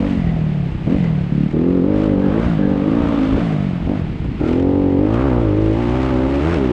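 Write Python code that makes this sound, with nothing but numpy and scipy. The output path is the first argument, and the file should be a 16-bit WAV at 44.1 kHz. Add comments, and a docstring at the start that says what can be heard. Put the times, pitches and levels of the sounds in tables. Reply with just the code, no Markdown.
"""A single-cylinder enduro motorcycle climbs a forest trail, the microphone on the rider's helmet.
It starts with throttle blips, the pipe booming as it coasts. From 1.5 s longer pulls make the firings
honk and bark, and the rear tyre twice sprays sand. Near 4 s the engine drops to a stumbling idle, then
pulls to its highest revs at 6.5 s. All along, gas rasp, valve clatter, chain rattle, chassis knocks and
faint whines come from close below, and wind rumbles round the helmet."""
import sys
import numpy as np
from scipy import signal
from scipy.fft import rfft, irfft, next_fast_len
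from scipy.io import wavfile
from scipy.ndimage import uniform_filter1d, minimum_filter1d, map_coordinates

SR = 44100
rng = np.random.default_rng(int(sys.argv[2]) if len(sys.argv) > 2 else 0)


def persist_wave(psi):
    """Save psi, clipped to +-1, as 16-bit WAV."""
    counts = np.round(np.clip(psi, -1, 1) * 32767).astype(np.int16)
    wavfile.write(sys.argv[1], SR, np.atleast_2d(counts).T)


N = 296352

# Engine speed. Each row: time in seconds, firings per second.
FIRING_RATE = [(0.0, 45.5), (0.06, 49.5), (0.23, 42.4), (0.55, 36.6), (0.78, 31.8), (0.86, 33.2),
               (0.95, 50.5), (1.05, 41.2), (1.17, 36.2), (1.29, 35.6), (1.37, 35.6), (1.56, 39.0),
               (1.66, 43.8), (1.76, 45.9), (1.81, 42.8), (1.88, 50.5), (1.96, 50.8), (2.05, 52.9),
               (2.16, 47.4), (2.3, 48.4), (2.36, 54.9), (2.46, 60.7), (2.53, 55.9), (2.59, 49.3),
               (2.8, 47.2), (2.95, 57.1), (3.03, 57.8), (3.16, 56.9), (3.2, 52.8), (3.32, 54.3),
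               (3.41, 58.2), (3.55, 50.6), (3.85, 41.5), (3.95, 52.9), (4.06, 35.6), (4.3, 29.7),
               (4.38, 32.6), (4.43, 38.8), (4.63, 45.4), (4.77, 47.4), (4.97, 46.0), (5.04, 51.3),
               (5.18, 58.8), (5.25, 70.8), (5.31, 63.1), (5.36, 60.7), (5.51, 50.1), (5.62, 53.8),
               (5.72, 53.4), (5.82, 59.7), (5.89, 58.8), (6.01, 65.8), (6.1, 64.9), (6.15, 62.2),
               (6.25, 65.7), (6.3, 68.0), (6.38, 71.2), (6.53, 87.8), (6.59, 68.8), (6.72, 59.1)]
# Pulls on the throttle. Each row: opening and shutting time in seconds, throttle 0-1, relative levels
# of thump, boom, honk, bark and snarl in dB, blare in dB over the rasp, honk centre and width in Hz,
# bark centre and width in Hz.
THROTTLE_PULLS = [(0, 0.051, 0.7, -23.5, -26.5, -17, -26.5, -38, -1, 252, 110, 555, 150),
                  (.07, 0.184, .1, -28, -25, -18, -33.5, -41, -4.5, 245, 110, 543, 215),
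                  (.868, 0.947, 0.9, -22, -19, -16, -25.5, -45, -4.5, 254, 126, 517, 260),
                  (1.305, 1.465, .2, -30, -18, -13, -37, -49.5, -10, 239, 112, 497, 240),
                  (1.53, 1.86, 0.8, -24, -20.5, -15.5, -23.5, -41.5, -4, 299, 126, 446, 215),
                  (1.875, 2.146, .95, -18.5, -21.5, -17, -22.5, -39.5, -7.5, 277, 115, 507, 228),
                  (2.15, 2.396, .95, -20.5, -19.5, -19, -23.5, -36.5, -8.5, 275, 119, 467, 215),
                  (2.585, 2.931, 0.8, -27.5, -21, -17.5, -25.5, -38, -3.5, 275, 91, 484, 168),
                  (2.914, 3.36, 0.7, -23.5, -29, -17.5, -28.5, -36.5, -5, 269.3, 67.6, 515, 230),
                  (3.869, 3.913, 0.4, -19, -27, -18, -28, -35, -11, 287, 128, 525, 270),
                  (4.405, 5.055, 0.75, -15.5, -36, -15.5, -22.5, -36, -7.5, 298.6, 107.4, 461, 230),
                  (5.06, 5.419, .8, -12, -48, -19, -26, -32, -4.5, 286, 135, 518, 220),
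                  (5.414, 5.729, 0.7, -11.5, -35, -18, -25.5, -38.5, -5.5, 339, 113, 490, 199),
                  (5.737, 6.082, 0.9, -14, -46, -19.5, -32, -31.5, -4, 292, 141, 576, 110),
                  (6.103, 6.397, 0.87, -16, -44, -18, -27.5, -32.5, -6, 298, 126, 555, 80),
                  (6.404, 6.552, 0.87, -14.5, -22.5, -21.5, -33, -34.5, -12, 320, 190, 600, 120),
                  (6.557, 6.727, 1, -16.5, -26.5, -17, -30.5, -33.5, -5, 314, 160, 574, 120)]
# The pipe's mutter with the throttle shut. One row: the columns of a pull from the thump onward.
SHUT_VOICE = (-23, -33.5, -26, -36.5, -46, -8, 265.5, 126.5, 619.5, 174.5)
# Resonances of pipe and airbox. One row: widths of thump, boom, snarl and blare in Hz.
RESONANCE_WIDTHS = [83, 52.4, 246.2, 259]
# Valve timing favours some multiples of the firing rate, listed from 1 up; the last row serves all
# higher ones. Each row: weight in dB with the throttle shut, weight in dB with it open.
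VALVE_WEIGHTS = [(-1.5, 11), (3, 11), (6.5, 6), (6.5, 16.5), (6, 12.5), (3.5, 16), (-2.5, 4), (1.5, 10.5),
                 (-7, 10), (3, 5.5), (-5.5, 10), (3.5, 2), (1.5, -12), (7, 0.5)]
# The pipe booms while the wheel drives the engine. Each row: start and fade start in seconds, level in dB.
OVERRUN_BOOMS = [(0.152, 0.603, -18.5), (0.787, 0.8, -25.5), (0.972, 1.137, -16), (2.472, 2.53, -17),
                 (3.401, 3.661, -18), (3.96, 3.975, -22)]
# Rough ground shakes the bike and lets the rear wheel slip. Each row: centre and half length in seconds,
# added clatter in dB, added rasp in dB, added roughness 0-1.
GROUND_BUMPS = [(0.032, 0.12, 5, -1, 0.3), (0.922, 0.04, 5, 4.5, 0.4), (1.025, 0.049, 1.5, -4.5, 0),
                (1.458, 0.12, 1, 1, 0.08), (2.024, 0.064, 5, 5, 0.2), (2.365, 0.11, 3.5, 9, 0.5),
                (2.684, 0.036, 0.5, -1, 0.08), (3.063, 0.25, 3, 5.5, 0.4), (3.338, 0.18, 3, 1.5, 0.2),
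                (4.502, 0.063, 7.5, 5, 0.2), (5.159, 0.07, 3.5, 7, 0), (5.35, 0.12, 2, 4.5, 0.1),
                (5.834, 0.19, 4, 1.5, 0.1), (6.067, 0.16, 1.5, 3.5, 0), (6.506, 0.049, 2.5, 4.5, 0),
                (6.622, 0.45, 5, 2.5, 0.37)]
# Chassis knocks. Each row: start in seconds, relative click level in dB, relative thud level in dB.
CHASSIS_KNOCKS = [(1.0405, -28, -22.5), (1.509, -29, -43), (3.365, -31, -15), (3.514, -38, -20.5),
                  (4.071, -42, -53), (4.243, -32, -28), (4.4844, -38, -31), (4.597, -26, -37),
                  (4.625, -29, -49), (5.14, -23, -40), (6.5, -28, -18.5), (6.541, -19, -28)]
# Brief whines of the machine. Each row: centre and half length in seconds, pitch in Hz, level in dB.
MACHINE_WHINES = [(0.262, 0.055, 1975, -42), (0.31, 0.068, 680, -34.5), (1.045, 0.039, 2030, -40),
                  (2.76, 0.06, 715, -39), (2.248, 0.028, 1616, -40.5), (2.668, 0.062, 1636, -41),
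                  (4.47, 0.055, 1350, -39)]
# Sand off the rear wheel, gusts at the helmet. Each row: centre and half length in seconds, level in dB.
SAND_SPRAYS = [(2.5, 0.25, -51.5), (3.25, 0.23, -47)]
WIND_GUSTS = [(.1, 0.31, -24), (.8, 0.05, -26.5), (.96, 0.018, -21), (2.2, 0.15, -26.5),
              (2.47, 0.025, -19.5), (2.72, 0.061, -25.5), (3.01, 0.077, -21.5), (3.35, 0.045, -20.5),
              (3.88, 0.08, -25.5), (4.2, 0.19, -24)]
# Colours of the noises at the microphone. Each row: frequency in Hz, relative level in dB.
CHURN_SPECTRUM = [(50, -32), (110, -23), (180, -7), (300, -8), (450, -1.5), (650, -7.5), (1000, -29.5)]
RASP_SPECTRUM = [(350, -25), (560, -4.5), (850, -2), (1100, -2.5), (1380, -1), (1700, -7), (2600, -22),
                 (5000, -50)]
CLATTER_SPECTRUM = [(880, -30), (1500, -7.5), (1740, -6.5), (2020, -4.5), (2890, -8.5), (5200, -24),
                    (6760, -54), (11400, -120)]
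HISS_SPECTRUM = [(3500, -14), (4800, -8), (6000, -2), (7500, -6), (9000, -9.5), (9900, -22), (11000, -22),
                 (14000, -44.5)]
CLICK_SPECTRUM = [(400, -11), (1200, 11), (2500, 14.5), (4000, 2), (8000, -11.5), (9300, -30), (10500, -46)]
THUD_SPECTRUM = [(150, -6.5), (450, -3), (900, -14), (1800, -23.5)]
SAND_SPECTRUM = [(1800, -23.5), (2700, -1), (3400, 2), (4500, -13), (9500, -42)]
WIND_SPECTRUM = [(15, -31), (28, -19), (45, -10), (65, -9), (110, -14), (200, -14), (500, -31.5)]

CRUISE_RATE, IDLE_OCTAVES = 50, 0.59  # firings per second; idle lies this far below
THUMP_HZ, SNARL_HZ, BLARE_HZ = 88, 810, 1150
BOOM_HZ, BOOM_SLIDE = 168.1, 0.23  # at cruising speed; octaves per octave of engine speed
HONK_OCTAVE_DB, BARK_OCTAVE_DB = 16.5, 21.5  # fall per octave of speed lost while coasting
REFLECTION, PIPE_LAG = 0.97, .29  # pipe reflections: depth of phase ripple, spacing in engine cycles
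CHIRP = 0.036  # the pipe's delay at full throttle, in engine cycles per multiple
EXHAUST_LEAD = .2  # engine cycles by which the puff leads the gulp
BLUR_SHUT_HZ, BLUR_OPEN_HZ = 1100, 2800  # partials turn to noise here, throttle shut and open
FIRM_HZ = 450  # partials under this repeat better from firing to firing
# Relative level at cruising speed, change per octave of speed, change at full throttle.
RASP_DB, RASP_OCTAVE_DB, RASP_THROTTLE_DB = -39, 9.5, -1
CLATTER_DB, CLATTER_OCTAVE_DB, CLATTER_THROTTLE_DB = -42.5, 4, -3.5  # a taut chain is quieter


def exhaust(t, cycle, thump_trim_db=-6.5):
    """The main source: each firing is a snarling puff from the pipe and a deep gulp from the airbox."""
    firings = np.arange(int(cycle[-1]) + 3)
    when = np.interp(firings, cycle, t)
    k = np.arange(1, 41)  # multiples of the firing rate
    hz = curves(FIRING_RATE, when)[0][:, None] * k
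    throttle, *_, blare, honk_hz, honk_width, bark_hz, bark_width = np.array(grip(when))[:, :, None]
    thump_width, boom_width, snarl_width, blare_width = RESONANCE_WIDTHS
    thump, boom, honk, bark, snarl = drive(when)
    rasp, _, rough = harshness(when)
    shut, opened = np.array(VALVE_WEIGHTS)[np.minimum(k, len(VALVE_WEIGHTS)) - 1].T
    valves = amp(shut + throttle * (opened - shut))
    boom_hz = BOOM_HZ * 2 ** (BOOM_SLIDE * revs(when)[:, None])
    gulp = voiced(hz, valves, [(THUMP_HZ, thump_width, thump + thump_trim_db),
                               (boom_hz, boom_width, boom),
                               (honk_hz, honk_width, honk), (bark_hz, bark_width, bark)])
    puff = voiced(hz, 1, [(SNARL_HZ, snarl_width, snarl), (BLARE_HZ, blare_width, rasp + blare[:, 0])])
    # under load the gulp spreads into a short chirp; reflections add weaker repeats
    chirp = 2 * np.pi * np.cumsum(CHIRP * np.minimum(k, 12))
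    ripple = REFLECTION * np.clip((k - 4) / 4, 0, 1) * np.sin(2 * np.pi * k * PIPE_LAG)
    gulp = gulp * np.exp(-1j * throttle * (chirp + ripple))
    puff = puff * np.exp(-1.3j * ripple)
    partials = centred(gulp, k, 0) + centred(puff, k, -EXHAUST_LEAD)
    partials = uneven_combustion(partials, hz, throttle, rough)
    firing = handover(cycle, firings)
    fundamental = np.exp(2j * np.pi * cycle)
    harmonic, out = 1, 0
    for partial in partials.T:
        harmonic = harmonic * fundamental
        out = out + (np.interp(firing, firings, partial) * harmonic).real
    return out


def uneven_combustion(partials, hz, throttle, rough, shut_scatter_db=0.2, open_scatter_db=0.45):
    """No two firings burn alike: the level scatters, and high partials blur into noise."""
    scatter_db = shut_scatter_db + throttle * (open_scatter_db - shut_scatter_db)
    partials = partials * amp(scatter_db * rng.standard_normal((len(partials), 1)))
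    blur_hz = BLUR_SHUT_HZ + throttle * (BLUR_OPEN_HZ - BLUR_SHUT_HZ)
    loose = np.clip(rough[:, None] * np.minimum(hz / FIRM_HZ, 1) + (hz / blur_hz) ** 2, 0, 1)
    chance = (rng.standard_normal(hz.shape) + 1j * rng.standard_normal(hz.shape)) / np.sqrt(2)
    return partials * (np.sqrt(1 - loose ** 2) + loose * chance)


def voiced(hz, valves, resonances, steep=2.636):
    """Partials of one burst per firing that rings flat-topped (centre Hz, width Hz, dB) resonances."""
    power = 0
    for centre, width, db in resonances:
        detune = np.abs(hz / centre - centre / (hz + 1e-3)) * centre / width
        share = valves ** 2 / (1 + detune ** (2 * steep))
        power = power + amp(db)[:, None] ** 2 * share / share.sum(1, keepdims=True)
    return burst(np.sqrt(2 * power))


def burst(sizes):
    """Complex partials that make each cycle start with a blow and ring out (minimum phase)."""
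    log_sizes = np.log(np.pad(sizes, ((0, 0), (1, 1)), mode="edge") + 1e-6)
    cepstrum = irfft(log_sizes, axis=1)
    half = cepstrum.shape[1] // 2
    cepstrum[:, 1:half] *= 2
    cepstrum[:, half + 1:] = 0
    return np.exp(rfft(cepstrum, axis=1))[:, 1:-1]


def centred(partials, k, place):
    """Shift each burst so that its energy gathers at this place in the cycle."""
    lean = np.angle(np.sum(partials[:, 2:] * partials[:, 1:-1].conj(), axis=1, keepdims=True))
    return partials * np.exp(-1j * k * (lean + 2 * np.pi * place))


def handover(cycle, values, fade=.5):
    """Each firing keeps its own value and hands over in the lull before the next."""
    index, part = np.divmod(cycle + .5 + fade / 2, 1)
    blend = np.sin(np.pi / 2 * np.clip(part / fade, 0, 1)) ** 2
    index = index.astype(int)
    return values[np.maximum(index - 1, 0)] * (1 - blend) + values[index] * blend


def revs(t):
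    """Engine speed in octaves above cruising."""
    return np.log2(curves(FIRING_RATE, t)[0] / CRUISE_RATE)


def grip(t):
    """Throttle, resonance levels and tunings: each pull leads from the shut values to its own."""
    gates = np.array([held(t, start, end, rise_s=0.0073, fall_s=0.054)
                      for start, end, *_ in THROTTLE_PULLS])
    gates = gates / np.maximum(1, gates.sum(0))
    shut = np.array([0, *SHUT_VOICE])[:, None]
    throttle, *pipe = shut + (np.transpose(THROTTLE_PULLS)[2:] - shut) @ gates
    return [np.clip(throttle, 0, 1), *pipe]


def drive(t):
    """How hard the firings drive the thump, boom, honk, bark and snarl, in dB."""
    throttle, thump, boom, honk, bark, snarl, *_ = grip(t)
    coasting = revs(t) * (1 - throttle)
    labouring = 0.39 * throttle * np.minimum(revs(t) + 0.15, 0)  # a pull from low revs swells with them
    octaves = coasting + labouring
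    overrun = sum(amp(db) * held(t, start, end, rise_s=0.021, fall_s=0.24)
                  for start, end, db in OVERRUN_BOOMS)
    boom = 20 * np.log10(np.hypot(amp(boom), overrun))
    return thump, boom, honk + HONK_OCTAVE_DB * octaves, bark + BARK_OCTAVE_DB * octaves, snarl


def harshness(t, steady_rough=.1, idle_rough=0.3):
    """Rasp dB, clatter dB and roughness of the firings, from speed, throttle and ground."""
    octaves, throttle = revs(t), grip(t)[0]
    shake, slip, stumble = ground(t)
    rasp = RASP_DB + RASP_OCTAVE_DB * octaves + RASP_THROTTLE_DB * throttle + slip
    clatter = CLATTER_DB + CLATTER_OCTAVE_DB * octaves + CLATTER_THROTTLE_DB * throttle + shake
    near_idle = np.clip(-octaves / IDLE_OCTAVES, 0, 1) ** 2
    return rasp, clatter, steady_rough + idle_rough * near_idle + stumble


def ground(t):
    """Clatter dB, rasp dB and roughness that the bumps add as they pass under the wheels."""
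    bumps = np.array([bell(t, s, half) for s, half, *_ in GROUND_BUMPS])
    return np.transpose(GROUND_BUMPS)[2:] @ bumps


def gas(t, cycle, churn_db=-20, churn_throttle_db=-6, rasp_trim_db=-4):
    """Turbulent gas churns in the pipe and rasps through the open throttle in puffs."""
    _, boom, honk, *_ = drive(t)
    throttle = grip(t)[0]
    flow = np.hypot(amp(boom), .5 * amp(honk))
    flow = flow * amp(churn_throttle_db * throttle)  # less churn as the open throttle sweeps the pipe
    churn = amp(churn_db) * flow * noise(CHURN_SPECTRUM) * puffs(cycle, place=0.02, depth=0.94, sharp=1.8)
    rasp = amp(harshness(t)[0] + rasp_trim_db) * noise(RASP_SPECTRUM)
    return churn + rasp * puffs(cycle, place=0.76, depth=.5 + 0.68 * throttle, sharp=1.1)


def machinery(t, cycle, hiss_db=-21.0, hiss_growth=1.3):
    """Below the rider, valve gear clatters in step with the crank; chain and tyres hiss unevenly along."""
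    clatter, throttle = harshness(t)[1], grip(t)[0]
    hiss = CLATTER_DB + hiss_db + hiss_growth * (clatter - CLATTER_DB)
    beat = puffs(cycle, place=0.85, depth=0.1 + 0.44 * throttle, sharp=2.7)
    grain = unit(beat * amp(0.18 * wobble(350) + 0.6 * wobble(30)))
    return grain * (amp(clatter) * noise(CLATTER_SPECTRUM) + amp(hiss) * noise(HISS_SPECTRUM))


def rattle(t, rattle_db=-14, ticks_per_s=110, scatter_db=1.0, t60=0.0068):
    """Chain and flung dirt tick against the bike, louder where the ground shakes it."""
    ticks = rng.random(N) < ticks_per_s / SR
    sizes = amp(scatter_db * np.clip(rng.standard_normal(N), -2, 2))
    envelope = signal.fftconvolve(ticks * sizes, amp(-60 * t[:SR // 20] / t60))[:N]
    gain = amp(harshness(t)[1] + rattle_db + 1.4 * ground(t)[0])
    return gain * coloured(envelope * rng.standard_normal(N), CLICK_SPECTRUM)


def knocks(t, click_trim_db=-7, thud_trim_db=-5, click_t60=0.025, thud_t60=0.36):
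    """Bumps make the chassis click and thud under the rider."""
    out, age = np.zeros(N + SR), t[:SR // 4]
    attack = 1 - np.exp(-age / 0.0017)
    fade_in = 1 - np.exp(-(age / .0005) ** 2)
    for s, click_db, thud_db in CHASSIS_KNOCKS:
        for spectrum, db, t60 in [(CLICK_SPECTRUM, click_db + click_trim_db, click_t60),
                                  (THUD_SPECTRUM, thud_db + thud_trim_db, thud_t60)]:
            decay = amp(-60 * age / t60)
            hit = coloured(rng.standard_normal(len(age)) * decay * attack, spectrum)
            out[int(s * SR):][:len(age)] += amp(db) * np.sqrt(np.mean(decay ** 2)) * hit * fade_in
    return out[:N]


def whines(t, width_hz=230):
    """Narrow, fuzzy whines swell and fade behind the engine note."""
    out = np.zeros(N)
    for s, half, hz, db in MACHINE_WHINES:
        phase = 2 * np.pi * hz * t
        fuzz = wobble(width_hz) * np.cos(phase) + wobble(width_hz) * np.sin(phase)
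        out += amp(db) * bell(t, s, half) * fuzz
    return out


def sand(t, grain_db=2.0):
    """Behind the rider, sand flung by the rear tyre rasps against the mudguard."""
    return swells(SAND_SPRAYS, t) * unit(noise(SAND_SPECTRUM) * amp(grain_db * wobble(400)))


def wind(t, lull_db=-28.5):
    """Right at the microphone, air rumbles round the helmet and buffets it in gusts."""
    return np.hypot(amp(lull_db), swells(WIND_GUSTS, t)) * noise(WIND_SPECTRUM)


def puffs(cycle, place, depth, sharp):
    """A gate of rms 1 that swells once per engine cycle."""
    swell = np.exp(sharp * (np.cos(2 * np.pi * (cycle - place)) - 1))
    gate = 1 + depth * swell
    return gate / np.sqrt(np.abs(uniform_filter1d(gate ** 2, size=4000)))


def held(t, start, end, rise_s, fall_s):
    """An envelope 0-1 that rises from start, holds, and falls from end."""
    return np.clip((t - start) / rise_s, 0, 1) * np.clip(1 - (t - end) / fall_s, 0, 1)


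def bell(t, centre_s, half_s):
    """A bell-shaped envelope that peaks at 1."""
    return np.exp(-.5 * np.minimum(((t - centre_s) / half_s) ** 2, 20))


def swells(rows, t):
    """The summed gain of bell-shaped (centre s, half length s, dB) swells."""
    return sum(amp(db) * bell(t, s, half) for s, half, db in rows)


def wobble(rate):
    """A smooth random curve, rate knots a second."""
    knots = rng.standard_normal(int(N * rate / SR) + 4)
    return map_coordinates(knots, [np.arange(N) * rate / SR])


def noise(spectrum):
    """Fresh coloured noise of rms 1."""
    return coloured(rng.standard_normal(N), spectrum)


def coloured(x, spectrum):
    """x shaped by (Hz, dB) points, at rms 1."""
    f, db = np.transpose(spectrum)
    return unit(filtered(x, lambda hz: amp(np.interp(np.log(hz + 1), np.log(f), db, -120, -120))))


def filtered(x, response):
    """x through a filter whose gain is response(Hz)."""
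    size = next_fast_len(len(x) + 8192)
    return irfft(rfft(x, size) * response(np.fft.rfftfreq(size, 1 / SR)), size)[:len(x)]


def curves(rows, at):
    """Every column after the first, read at the given times."""
    times, *columns = np.transpose(rows)
    return [np.interp(at, times, column) for column in columns]


def amp(db):
    """Decibels to gain."""
    return 10 ** (np.asarray(db) / 20)


def unit(x):
    """Scale to rms 1."""
    return x / np.sqrt(np.mean(x ** 2) + 1e-20)


def scene():
    """The mono mix at the helmet; one count of engine cycles times exhaust, gas and valve gear."""
    t = np.arange(N) / SR
    cycle = np.cumsum(curves(FIRING_RATE, t)[0]) / SR + .62
    engine = exhaust(t, cycle) + gas(t, cycle) + machinery(t, cycle)
    return (engine + rattle(t) + sand(t) + knocks(t) + whines(t) + wind(t))[None]


def record(dry, ceiling=0.68, top_hz=15700):
    """The helmet camera's limiter holds the peaks down; nothing passes above its band limit."""
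    needed = np.minimum(1, ceiling / (np.abs(dry[0]) + 1e-9))
    gain = uniform_filter1d(minimum_filter1d(needed, size=1800), size=1200)
    edge_fades = held(np.arange(N), 0, N - 200, 200, 200)  # counted in samples
    return filtered(dry[0] * gain * edge_fades, lambda hz: 1 / (1 + (hz / top_hz) ** 80))[None]


dry = scene()
out = record(dry)
persist_wave(out)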